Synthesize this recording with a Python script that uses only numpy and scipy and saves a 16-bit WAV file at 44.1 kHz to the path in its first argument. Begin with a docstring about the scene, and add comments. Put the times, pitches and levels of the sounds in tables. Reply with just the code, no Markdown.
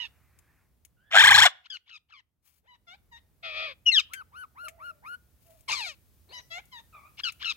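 """A chirp's tail opens the scene; far birds call, a beak clicks, and at 1.1 s a macaw squawks and warbles.
Falling chirps, a rustle and nasal clucks follow, then from 3.4 s a growl, a squeal and soft whistles.
A squall falls at 5.7 s; more clucks and, at the end, two chirps follow. Clicks and far calls are dotted about.
Calls are stacks of overtones plus hoarse noise, coloured by a throat; clicks and rustles are shaped noise.
The garden returns a weak echo over faint rumble and hiss; a mid-range haze is gone by 0.8 s."""
import sys
import numpy as np
from scipy import signal
from scipy.fft import rfft, irfft
from scipy.io import wavfile
from scipy.ndimage import uniform_filter1d

SR = 44100
rng = np.random.default_rng(int(sys.argv[2]) if len(sys.argv) > 2 else 0)


def log_audio(samples):
    """Write samples as a 16-bit WAV file to the path given in sys.argv[1]."""
    # one column per channel
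    frames = np.atleast_2d(samples).T
    # limit to full scale, then quantise
    limited = np.clip(frames, -1, 1)
    pcm = np.round(limited * 32767).astype(np.int16)
    wavfile.write(sys.argv[1], SR, pcm)


N = 333396  # length in samples
CUTOFF_HZ = 16000  # top of the sound


# the loud squawk, one row: (start t/s, length/s, held f/Hz, held level/dB)
SQUAWK = (1.103, .389, 795, -10.9)
# throat and beak resonances of the squawk: (f/Hz, level/dB)
SQUAWK_THROAT = [(480, -34), (680, -16), (950, -13.5), (1250, -10.5), (1550, 1), (2050, -5), (2700, -10),
                 (3130, -1), (3500, -1.5), (3750, -10.5), (4350, -14.5), (4620, -25), (5500, -17),
                 (6250, -24), (7050, -17), (10000, -33)]
# between its throbbing entry and its warble the squawk flips up to a clean pitch
FLIP_START_S, FLIP_END_S, FLIP_RATIO, FLIP_DB = 1.189, 1.208, 1.1, 2
ENTRY_THROB_DB = 4.5  # extra throb before the flip, for a voice with no roughness


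def squawk(throb_db=1.55, held_rough=0.39, slack_rough=0.8, bend=0.03, third_db=-6,
           top_dull_db=3, entry_dull_db=6, opening_s=.17):
    """It starts low, rough and dull, throbs, flips up once, then saws, loudest and brightest low in each sweep."""
    start, length, held_hz, level_db = SQUAWK
    t, hz = glide(start, length, held_hz, slide=0.033, scoop=.85, scoop_s=.08, droop=0.82, droop_s=0.062)
    # a pitch below the held one means a slack, rougher voice
    rough = held_rough + slack_rough * np.maximum(1 - hz / held_hz, 0)
    # both switches go from 0 to 1 within 5 ms
    flipped = np.clip(np.minimum(t - FLIP_START_S, FLIP_END_S - t) / .005, 0, 1)
    entry = np.clip((FLIP_START_S - t) / .005, 0, 1)
    sweep, swell_db = warble(t)
    shake = (1 - flipped) * flutter(len(t))
    hz = hz * FLIP_RATIO ** flipped * sweep * (1 + bend * (1 + entry) * shake)
    level_db = level_db + effort(t, start, length, attack_s=0.074, release_s=0.031, edge_db=38)
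    level_db = level_db + FLIP_DB * flipped + swell_db
    level_db = level_db + (throb_db + ENTRY_THROB_DB * entry * (1 - rough)) * shake
    edges = ramp(t - start, opening_s) + ramp(start + length - t, opening_s / 2)
    dull_db = top_dull_db * (sweep - 1) + entry_dull_db * edges
    rough = rough * (1 + entry / 2 - flipped / 2)
    return voice(t, hz, level_db, rough, SQUAWK_THROAT, jitter=.13, rasp_share=.55,
                 harmonic_db={3: third_db}, dull_db=dull_db)


# one sweep of the warble, up and snapping back: (share of the cycle, pitch ratio, level/dB)
WARBLE = [(0, 1.03, -1), (.2, 1.04, 3), (.42, 1.15, 0), (.65, 1.32, -2), (.87, 1.54, -7), (1, 1.03, -1)]
WARBLE_START_S, WARBLE_END_S = 1.2035, 1.466
WARBLE_HZ, WARBLE_SLOWS_HZ_PER_S = 29.6, 14.5  # sweeps per second at the start, and how fast they slow


def warble(t):
    """Pitch ratio and swell (dB) of the squawk's sweeps, which slow a little as they go."""
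    age = t - WARBLE_START_S
    warbling = (t > WARBLE_START_S) & (t < WARBLE_END_S)
    cycle = (WARBLE_HZ - WARBLE_SLOWS_HZ_PER_S * age / 2) * age % 1
    share, ratio, swell_db = np.transpose(WARBLE)
    return np.interp(cycle, share, ratio) ** warbling, warbling * np.interp(cycle, share, swell_db)


def puffs(level_db=-39.5, top_hz=130, right_db=-12):
    """Each sweep of the warble pushes out a low thump of air, made of low-pitched noise."""
    t = np.arange(int(WARBLE_START_S * SR), int(WARBLE_END_S * SR)) / SR
    low_band = signal.butter(2, [50, top_hz], "band", fs=SR, output="sos")
    thump = rms_one(signal.sosfilt(low_band, rng.standard_normal(len(t))))
    level = from_db(level_db + warble(t)[1]) * signal.windows.tukey(len(t), .5)
    return from_db([[0], [right_db]]) * place(t, level * thump)


def flutter(size, flutter_hz=98, unevenness=.03):
    """A slow second vibration of the syrinx (the bird's voice box), in harsh calls."""
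    rate_hz = flutter_hz * (1 + unevenness * wander(size, flutter_hz))
    return np.sin(2 * np.pi * np.cumsum(rate_hz) / SR)


# a clean squeal that breaks into a lower register, one list each: (t/s, f/Hz, level/dB)
SQUEAL = [
    [(3.855, 2985, -57), (3.865, 2918, -16.5), (3.892, 2818, -12.5), (3.908, 2700, -25.5),
     (3.922, 2650, -28)],
    [(3.914, 2130, -26.5), (3.928, 2080, -19.5), (3.96, 1720, -17.5), (3.983, 1526, -12),
     (4.005, 1187, -24), (4.02, 960, -48.5)],
]
# throat and beak resonances of the squeal: (f/Hz, level/dB)
SQUEAL_THROAT = [(1000, -31), (2000, -24), (2900, -1.5), (4200, -14.5), (5700, -22), (9500, -50)]


def squeal(rows, slack_rough=0.61, slack_hz=1120, third_db=-5):
    """A taut syrinx sings clean; it roughens as the pitch sags."""
    t, hz, level_db = controls(rows)
    rough = slack_rough * np.minimum(slack_hz / hz, 1) ** 5
    return voice(t, hz, level_db, rough, SQUEAL_THROAT, harmonic_db={3: third_db})


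# a squall that starts harsh and clears as it falls: (t/s, f/Hz, level/dB before the throb, roughness 0-1)
SQUALL = [(5.676, 1125, -54, 0.8), (5.683, 1090, -33, 0.47), (5.697, 1025, -26.5, 0.4),
          (5.71, 798.6, -28, 0.8), (5.73, 1256, -23, 0.5), (5.755, 1124, -30.5, 0.4),
          (5.845, 791.6, -33, 0.2), (5.9, 626.7, -36.5, 0.2), (5.955, 481, -65.5, 0.39)]
# throat and beak resonances of the squall: (f/Hz, level/dB)
SQUALL_THROAT = [(380, -8), (650, -7.5), (1500, -7), (2450, 1.5), (3100, -5), (4100, 0.5), (5500, -10),
                 (15000, -34)]


def squall(throb_db=4):
    """A falling cry that throbs where it is harshest."""
    t, hz, level_db, rough = controls(SQUALL)
    throb = throb_db * rough ** 2 * flutter(len(t))
    return voice(t, hz, level_db + throb, rough, SQUALL_THROAT)


# the growl: (t/s, f/Hz before the flutter, level/dB)
GROWL = [(3.423, 705.6, -60.5), (3.435, 685.5, -40.5), (3.452, 664.5, -34), (3.533, 612, -38),
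         (3.581, 630.6, -31), (3.657, 641, -32.5), (3.723, 518.5, -42.5), (3.747, 480, -66)]
# throat and beak resonances of the growl: (f/Hz, level/dB)
GROWL_THROAT = [(630, -6), (950, -16), (1200, -6), (1600, -11.5), (2200, -3.5), (2500, 6.5), (2750, -9),
                (3400, 0), (4050, -10.5), (4750, -11.5), (8000, -51)]


def growl(bend=0.075, rough=.24):
    """The flutter bends a low tone so far that its overtones split into a dense, even buzz."""
    t, hz, level_db = controls(GROWL)
    shake = flutter(len(t), flutter_hz=94, unevenness=.03)
    return voice(t, hz * (1 + bend * shake), level_db, rough, GROWL_THROAT, jitter=.05, drift_db=1,
                 steady_s=.003)


# falling chirps: (start t/s, length/s, middle f/Hz, slide octaves/s, level/dB before shaping,
# opening roughness 0-1, fundamental level/dB, swell dB/s)
CHIRPS = [(-.02, .1, 947, -2, -35, 0, -4.5, -120), (1.698, .083, 1520, -3.5, -37, 0, -4.5, -16),
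          (1.89, 0.098, 1302, -3.5, -47, 0.9, 1, 56), (2.119, .098, 1094, -4.5, -52.5, .3, 3, -50),
          (7.233, .08, 1393, -5, -27.5, 0, 0.5, -63), (7.439, 0.093, 1334, -1.5, -27, .55, 3, 48.5)]
# throat and beak resonances of the chirps: (f/Hz, level/dB)
CHIRP_THROAT = [(500, -38), (1300, -13), (1900, -10), (2400, -7.5), (3000, 0.5), (4100, -8.5),
                (5600, -17.5), (7000, -28.5), (9000, -43.5)]


def chirp(start, length, pitch_hz, slide, level_db, opening_rough, fundamental_db, swell,
          end_rough=0.62, throb_db=3, opening_dull_db=4):
    """A note that starts sharp and covered, clears as it slides down and breaks up as it drops away."""
    # the negative scoop starts the note above its pitch
    t, hz = glide(start, length, pitch_hz, slide, scoop=-.08 - .3 * opening_rough, scoop_s=.03,
                  droop=0.58, droop_s=0.023)
    opening = ramp(t - start, .07)
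    rough = .25 + opening_rough * opening + end_rough * ramp(start + length - t, .045)
    level_db = level_db + effort(t, start, length, attack_s=.006, release_s=0.024, swell_db_per_s=swell)
    level_db = level_db + throb_db * rough * wander(len(t), 300)
    return voice(t, hz, level_db, rough, CHIRP_THROAT, jitter=.1, rasp_share=.35,
                 harmonic_db={1: fundamental_db - opening_dull_db * opening},
                 dull_db=softness(level_db.max()) + opening_dull_db * opening)


# nasal clucks, in two runs: (start t/s, length/s, middle f/Hz, slide octaves/s, level/dB before shaping,
# opening scoop octaves, closing flick octaves)
CLUCKS = [(2.658, .115, 985, -1, -55.5, 0.8, 0.058), (2.867, .1, 715, 2.5, -48.5, -.15, 0.22),
          (3.112, .088, 925, -0.2, -49, -0.12, .22), (6.311, .108, 985, -1.43, -41.5, 0.55, 0.15),
          (6.501, 0.11, 690, 1.96, -37.5, -.1, 0.19), (6.714, .105, 940, -3, -44.5, -0.07, 0.214)]
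# throat and beak resonances of the clucks: (f/Hz, level/dB)
CLUCK_THROAT = [(450, -1), (700, -6.5), (2200, -2.5), (2800, -8), (3550, 0), (4500, -13), (6800, -19.5),
                (9000, -36)]


def cluck(start, length, pitch_hz, slide, level_db, scoop, flick, held_rough=0.11, end_rough=0.85):
    """A nasal note with uneven harmonics scoops in from below or above, then flicks up and frays."""
    t, hz = glide(start, length, pitch_hz, slide, scoop, scoop_s=0.029, droop=-flick, droop_s=0.049)
    rough = held_rough + end_rough * ramp(start + length - t, .045)
    shape_db = effort(t, start, length, attack_s=.024 + 0.024 * scoop, release_s=0.0316,
                      swell_db_per_s=-14, edge_db=23.5)
    return voice(t, hz, level_db + shape_db, rough, CLUCK_THROAT, drift_db=4, drift_hz=26.2,
                 dull_db=softness(level_db) / 2)


# hoarse run-ups to chirps and clucks: (start t/s, length/s, level/dB before shaping, middle f/Hz)
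RUN_UPS = [(1.638, .038, -41.5, 912), (1.855, 0.042, -52, 897), (2.085, 0.039, -51, 1050),
           (2.621, 0.053, -69, 484), (6.274, 0.071, -55, 471), (7.171, 0.044, -32.5, 905),
           (7.394, 0.051, -33, 1013)]


def run_up(start, length, level_db, middle_hz, rise_octaves=2.1):
    """The run-up to a note: a hoarse, swelling upward sweep, duller when soft."""
    t, hz = glide(start, length, middle_hz, slide=rise_octaves / length)
    shape_db = effort(t, start, length, attack_s=.042, release_s=.014)
    throat = CLUCK_THROAT if middle_hz < 600 else CHIRP_THROAT
    return voice(t, hz, level_db + shape_db, .65, throat, jitter=.1, harmonic_db={1: 8},
                 dull_db=softness(level_db))


# soft arched whistles: (start t/s, top f/Hz, slide octaves/s, level/dB before shaping, closing droop octaves)
WHISTLES = [(4.087, 1585, -1.5, -43.5, .6), (4.314, 1505, -0.47, -42, 0.62),
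            (4.545, 1440, -0.19, -40.5, .45), (4.777, 1435, -0.056, -40, .22), (5.019, 1405, 1.1, -39.3, 0)]
# throat and beak resonances of the whistles: (f/Hz, level/dB)
WHISTLE_THROAT = [(700, -11), (1400, -8), (3000, -26), (4400, -32), (8200, -48), (10300, -29.5),
                  (15000, -47)]


def whistle(start, pitch_hz, slide, level_db, droop, length=.145, edge_rough=0.36, edge_dull_db=12):
    """A soft arch that swells towards its end, clean and bright on top, husky and dull on its flanks."""
    t, hz = glide(start, length, pitch_hz, slide, scoop=1.0, scoop_s=0.081, droop=droop, droop_s=0.038)
    slack = np.abs(np.log2(hz / pitch_hz))  # octaves away from the top
    shape_db = effort(t, start, length, attack_s=0.0585, release_s=0.02, swell_db_per_s=59)
    return voice(t, hz, level_db + shape_db, 0.047 + edge_rough * slack, WHISTLE_THROAT, jitter=0.26,
                 dull_db=edge_dull_db * slack)


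# beak clicks: (t/s, peak level/dB)
CLICKS = [(0.3885, -41.5), (.85, -36.5), (4.1353, -21), (4.6835, -24), (5.608, -43.5), (6.655, -45.5),
          (7.322, -36.5)]
# colour of the beak's crack: (f/Hz, level/dB)
BEAK = [(1000, -12.5), (2000, 8), (4500, -17.5), (7000, -7), (15000, -14)]


def beak(t60=0.05, firm_db=-21, db_per_octave=16):
    """The horn of the beak snaps: a short, dry crack, thinner and shorter the lighter the touch."""
    age = np.arange(SR // 10) / SR
    out = np.zeros(N)
    for s, peak_db in CLICKS:
        light = 2 ** ((firm_db - peak_db) / db_per_octave)  # 1 for a firm click, whose 60 dB fade takes t60
        fade = from_db(-60 * age * np.sqrt(light) / t60)
        crack = noise(len(age), BEAK, 1600 * light) * fade
        out += place(s + age, from_db(peak_db) * crack / np.abs(crack).max())
    return out


# soft rustles: (start t/s, length/s, level/dB before the grain)
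RUSTLES = [(2.412, 0.21, -64.5), (5.377, 0.29, -62.5)]


def rustle(start, length, level_db, grain_db=3.0):
    """A soft, airy rustle: grainy noise that swells and fades."""
    t = start + np.arange(int(length * SR)) / SR
    level = from_db(level_db + grain_db * wander(len(t), 121)) * signal.windows.tukey(len(t), .6)
    return place(t, level * noise(len(t), HISS, 760))


# how the right microphone port differs from the left: (f/Hz, weaker by level/dB, phase lag radians)
PORTS = [(598.6, 2.5, -0.35), (940, -1, 0.39), (1350, 5, .8), (1640, 5, 1.2), (1845, 7.5, 2.2),
         (2330, 1.5, -2.2), (2950, 7, -.9), (3666, 7, -0.77), (4320, 14, 1.1), (7000, 13, 1.5)]
# the same for the squawk: (f/Hz, weaker by level/dB, phase lag radians)
SQUAWK_PORTS = [(900, 5.5, 0.73), (2396, -1, 1.6), (3270, 7.5, 2.4), (7000, 8, 0.89)]
RIGHT_LEAD_S = 0.00033  # time lead of the right side, on top of the phase lags


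def ports(x, table, lead_s=0):
    """The two microphone ports hear a near sound with different level and phase."""
    hz = np.fft.rfftfreq(N, 1 / SR)
    phase = 2 * np.pi * hz * lead_s - at_hz(table, hz, axis=2)
    right = from_db(-at_hz(table, hz)) * np.exp(1j * phase)
    return np.array([x, irfft(rfft(x) * right, N)])


def voice(t, hz, level_db, rough, throat, jitter=0.086, jitter_hz=900, shimmer=0.94, shimmer_hz=400,
          drift_db=3.0, drift_hz=45, rasp_share=0.71, harmonic_db={}, dull_db=0, steady_s=.01):
    """The syrinx sends harmonics through the throat; roughness shakes them and adds a puff of rasp per cycle."""
    # harmonic_db sets single harmonics, dull_db is an overtone loss per octave, steady_s evens the loudness
    size, rough = len(t), np.clip(rough, 0, .95)
    phase = 2 * np.pi * np.cumsum(hz * (1 + jitter * rough * wander(size, jitter_hz))) / SR
    source = 0
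    for k in range(1, int(CUTOFF_HZ / hz.min()) + 1):
        # each harmonic drifts a little in strength at random
        gain_db = harmonic_db.get(k, 0) - dull_db * np.log2(k) + drift_db * wander(size, drift_hz)
        below_top = np.clip(8 * (1 - k * hz / CUTOFF_HZ), 0, 1)
        flicker = 1 + shimmer * rough * wander(size, shimmer_hz)
        wave = np.cos(k * phase + rng.uniform(0, 2 * np.pi))
        source = source + from_db(gain_db) * below_top * flicker * wave
    tone = coloured(source, throat, 300)
    tone = tone / np.sqrt(uniform_filter1d(tone ** 2, size=int(steady_s * SR) + 1) + 1e-6)
    rasp = rms_one(noise(size, throat, 500) * (2 + np.cos(phase)))
    # a dull voice also loses the treble of its rasp
    body = signal.sosfiltfilt(signal.butter(2, 3000, fs=SR, output="sos"), rasp)
    rasp = body + from_db(-2 * dull_db) * (rasp - body)
    share = np.clip(rasp_share * rough, 0, 1)
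    mixed = np.sqrt(1 - share ** 2) * tone + share * rasp
    ends = signal.windows.tukey(size, .06)
    return place(t, ends * from_db(level_db) * mixed)


def glide(start, length, hz, slide=0, scoop=0, scoop_s=1, droop=0, droop_s=1):
    """Times and pitch of a note: scoop up from below (octaves), slide through hz (octaves/s), droop (octaves)."""
    t = np.arange(max(int(start * SR), 0), min(int((start + length) * SR), N)) / SR
    age = t - start
    octaves = slide * (age - length / 2) - scoop * ramp(age, scoop_s) - droop * ramp(length - age, droop_s)
    return t, hz * 2 ** octaves


def effort(t, start, length, attack_s, release_s, swell_db_per_s=0, edge_db=28):
    """Attack, a slowly changing hold and release of a note, in dB."""
    age = t - start
    edges = ramp(age, attack_s) + ramp(length - age, release_s)
    return swell_db_per_s * (age - length / 2) - edge_db * edges


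def ramp(s, width_s):
    """1 at the edge of a note, easing to 0 width_s inside it."""
    return np.clip(1 - s / width_s, 0, 1) ** 2


# notes below full voice lose overtones: dB per octave for each dB of level
FULL_VOICE_DB, DULL_PER_DB = -37.5, 0.2


def softness(level_db):
    """The softer a note, the weaker its overtones (dB per octave)."""
    return DULL_PER_DB * max(FULL_VOICE_DB - level_db, 0)


def from_db(db):
    """Decibels to a plain multiplier."""
    return 10 ** (np.asarray(db) / 20)


def rms_one(x):
    """A sound scaled to an average (rms) strength of 1."""
    return x / np.sqrt(np.mean(x ** 2) + 1e-20)


def at_hz(points, hz, axis=1):
    """One column of a spectrum table, read on a log-frequency axis."""
    points = np.array(points)
    return np.interp(np.log(hz + 1), np.log(points[:, 0]), points[:, axis])


def controls(rows):
    """The sample times that a table spans, then each of its columns at those times."""
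    s, *columns = np.transpose(rows)
    t = np.arange(max(int(s[0] * SR), 0), min(int(s[-1] * SR), N)) / SR
    return [t] + [np.interp(t, s, c) for c in columns]


def place(t, x):
    """A short sound set into silence at its time."""
    start = round(t[0] * SR)
    return np.pad(x, (start, N))[:N]


def play(source, rows):
    """All the events of one table."""
    return sum(source(*row) for row in rows)


def wander(size, rate_hz):
    """Random drift joined by straight lines; rms 1."""
    at = np.arange(size) * rate_hz / SR
    return rms_one(np.interp(at, np.arange(size), rng.standard_normal(size)))


def coloured(x, spectrum, low_hz):
    """A sound given the colour of a spectrum table, dying away below low_hz; rms 1."""
    hz = np.fft.rfftfreq(len(x), 1 / SR)
    gain = from_db(at_hz(spectrum, hz)) * hz ** 4 / (hz ** 4 + low_hz ** 4)
    return rms_one(irfft(rfft(x) * gain, len(x)))


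def noise(size, spectrum, low_hz):
    """Noise of a given colour; rms 1."""
    return coloured(rng.standard_normal(size), spectrum, low_hz)


# far birds whistle, coo, tweet and moan: (start t/s, length/s, middle f/Hz, slide octaves/s,
# peak level/dB before the far mix, loudest at share of the length)
FAR_CALLS = [(0.377, 0.19, 1680, 1.7, -73, 0.67), (0.966, 0.14, 1570, 2, -64.5, 0.94),
             (4.622, 0.38, 634, -0.5, -59, 0.051), (5.448, .15, 642, -0.95, -59.5, 0.34),
             (6.288, 0.11, 5080, 6, -47, 1), (6.924, 0.093, 1211, -3, -50, 0.28),
             (7.003, 0.097, 1218, 2.4, -55.5, 0.53)]
# colour of the far calls: (f/Hz, level/dB)
FAR_THROAT = [(650, 2.5), (1200, -20.5), (2450, -20.5), (3300, -39), (12000, -75.5)]


def far_call(start, length, pitch_hz, slide, level_db, peak_share, fade_db=14, waver=.028):
    """A distant bird: one wavering slide that swells to a peak and fades."""
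    t, hz = glide(start, length, pitch_hz, slide)
    peak = start + length * np.clip(peak_share, .05, .95)
    level_db = level_db - fade_db * np.interp(t, [start, peak, start + length], [1, 0, 1])
    return voice(t, hz * (1 + waver * wander(len(t), 30)), level_db, .18, FAR_THROAT, jitter=0.2)


def perch(x, scatter_db=-19, scatter_t60=0.15):
    """The perch and the nearest leaves scatter the treble back at once, differently to each side."""
    age = np.arange(SR // 20) / SR
    echoes = rng.standard_normal((2, len(age))) * from_db(-60 * age / scatter_t60)
    echoes = signal.sosfilt(signal.butter(1, 4000, "high", fs=SR, output="sos"), echoes)
    echoes = rms_one(echoes) / np.sqrt(len(age))
    return from_db(scatter_db) * signal.fftconvolve(x[None], echoes, axes=1)[:, :N]


GARDEN_T60_S = 0.33  # time for the echo to fade by 60 dB


def garden(x, leaves_hz=3500):
    """Trunks and leaves scatter a dull, diffuse tail, different on each side."""
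    age = np.arange(SR) / SR
    tail = rng.standard_normal((2, SR)) * from_db(-60 * age / GARDEN_T60_S)
    tail = signal.sosfilt(signal.butter(2, leaves_hz, fs=SR, output="sos"), tail)
    return signal.fftconvolve(x[None], rms_one(tail) / np.sqrt(SR), axes=1)[:, :N]


# colours of the rumble, the hiss (also of the rustles) and the haze: (f/Hz, level/dB)
RUMBLE = [(70, 2), (140, -12), (400, -24), (13000, -55.5)]
HISS = [(1500, -2.5), (8000, -2), (13000, 2.5)]
HAZE = [(2400, -0.5), (3200, -18)]
# their levels over time, on the left for rumble and hiss: (t/s, level/dB)
RUMBLE_LEVEL = [(0, -66), (1.1, -71), (1.6, -82.5), (2.35, -82.5), (3.05, -67.5), (7.5, -64.5)]
HISS_LEVEL = [(0, -70.5), (1.1, -80), (2.35, -93), (3, -75.5), (7.5, -64)]
HAZE_LEVEL = [(0, -74), (.62, -74), (.78, -99)]


def air():
    """Faint outdoor rumble and hiss, which dip around and after the squawk, and a haze that dies away."""
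    t, haze_db = controls(HAZE_LEVEL)
    haze = place(t, from_db(haze_db) * noise(len(t), HAZE, 580))
    rumble = bed(RUMBLE, RUMBLE_LEVEL, low_hz=58, right_db=2, alike=0.53)
    hiss = bed(HISS, HISS_LEVEL, low_hz=900, right_db=-2.5, alike=0.28)
    return haze + rumble + hiss


def bed(spectrum, levels, low_hz, right_db, alike):
    """Background noise on a level curve, partly shared by the two sides."""
    level = from_db(np.interp(np.arange(N) / SR, *np.transpose(levels)))
    left, other = noise(N, spectrum, low_hz), noise(N, spectrum, low_hz)
    alike = np.clip(alike, 0, 1)
    right = alike * left + np.sqrt(1 - alike ** 2) * other
    return level * np.array([left, from_db(right_db) * right])


SETTLE_S, SETTLE_PAN_DB = 0.49, 9.5  # at first right is raised and left lowered by this much


def scene():
    """The macaw, far birds, echo and air; near sounds other than the squawk lean right until the pan settles."""
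    loud, clucks = squawk(), play(cluck, CLUCKS)
    chatter = growl() + beak() + squall() + sum(squeal(register) for register in SQUEAL)
    chatter += clucks + play(run_up, RUN_UPS) + play(chirp, CHIRPS) + play(whistle, WHISTLES)
    far = play(far_call, FAR_CALLS)
    # the clucks ring more and the far calls ring most
    sent = from_db(-32) * loud + from_db(-32.5) * chatter + from_db(-29) * clucks + from_db(-8.5) * far
    echo = garden(sent) + perch(loud + chatter)
    pan = from_db(SETTLE_PAN_DB * ramp(np.arange(N) / SR, SETTLE_S) * [[-1], [1]])
    near = pan * ports(chatter + play(rustle, RUSTLES), PORTS, RIGHT_LEAD_S)
    return ports(loud, SQUAWK_PORTS) + puffs() + near + from_db(-1.5) * far + echo + air()


def record(dry):
    """The highest peaks are rounded, the top is cut."""
    rounded = dry / (1 + (dry / .95) ** 8) ** (1 / 8)
    return signal.sosfilt(signal.ellip(10, .1, 80, CUTOFF_HZ, fs=SR, output="sos"), rounded)


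dry = scene()
out = record(dry)
log_audio(out)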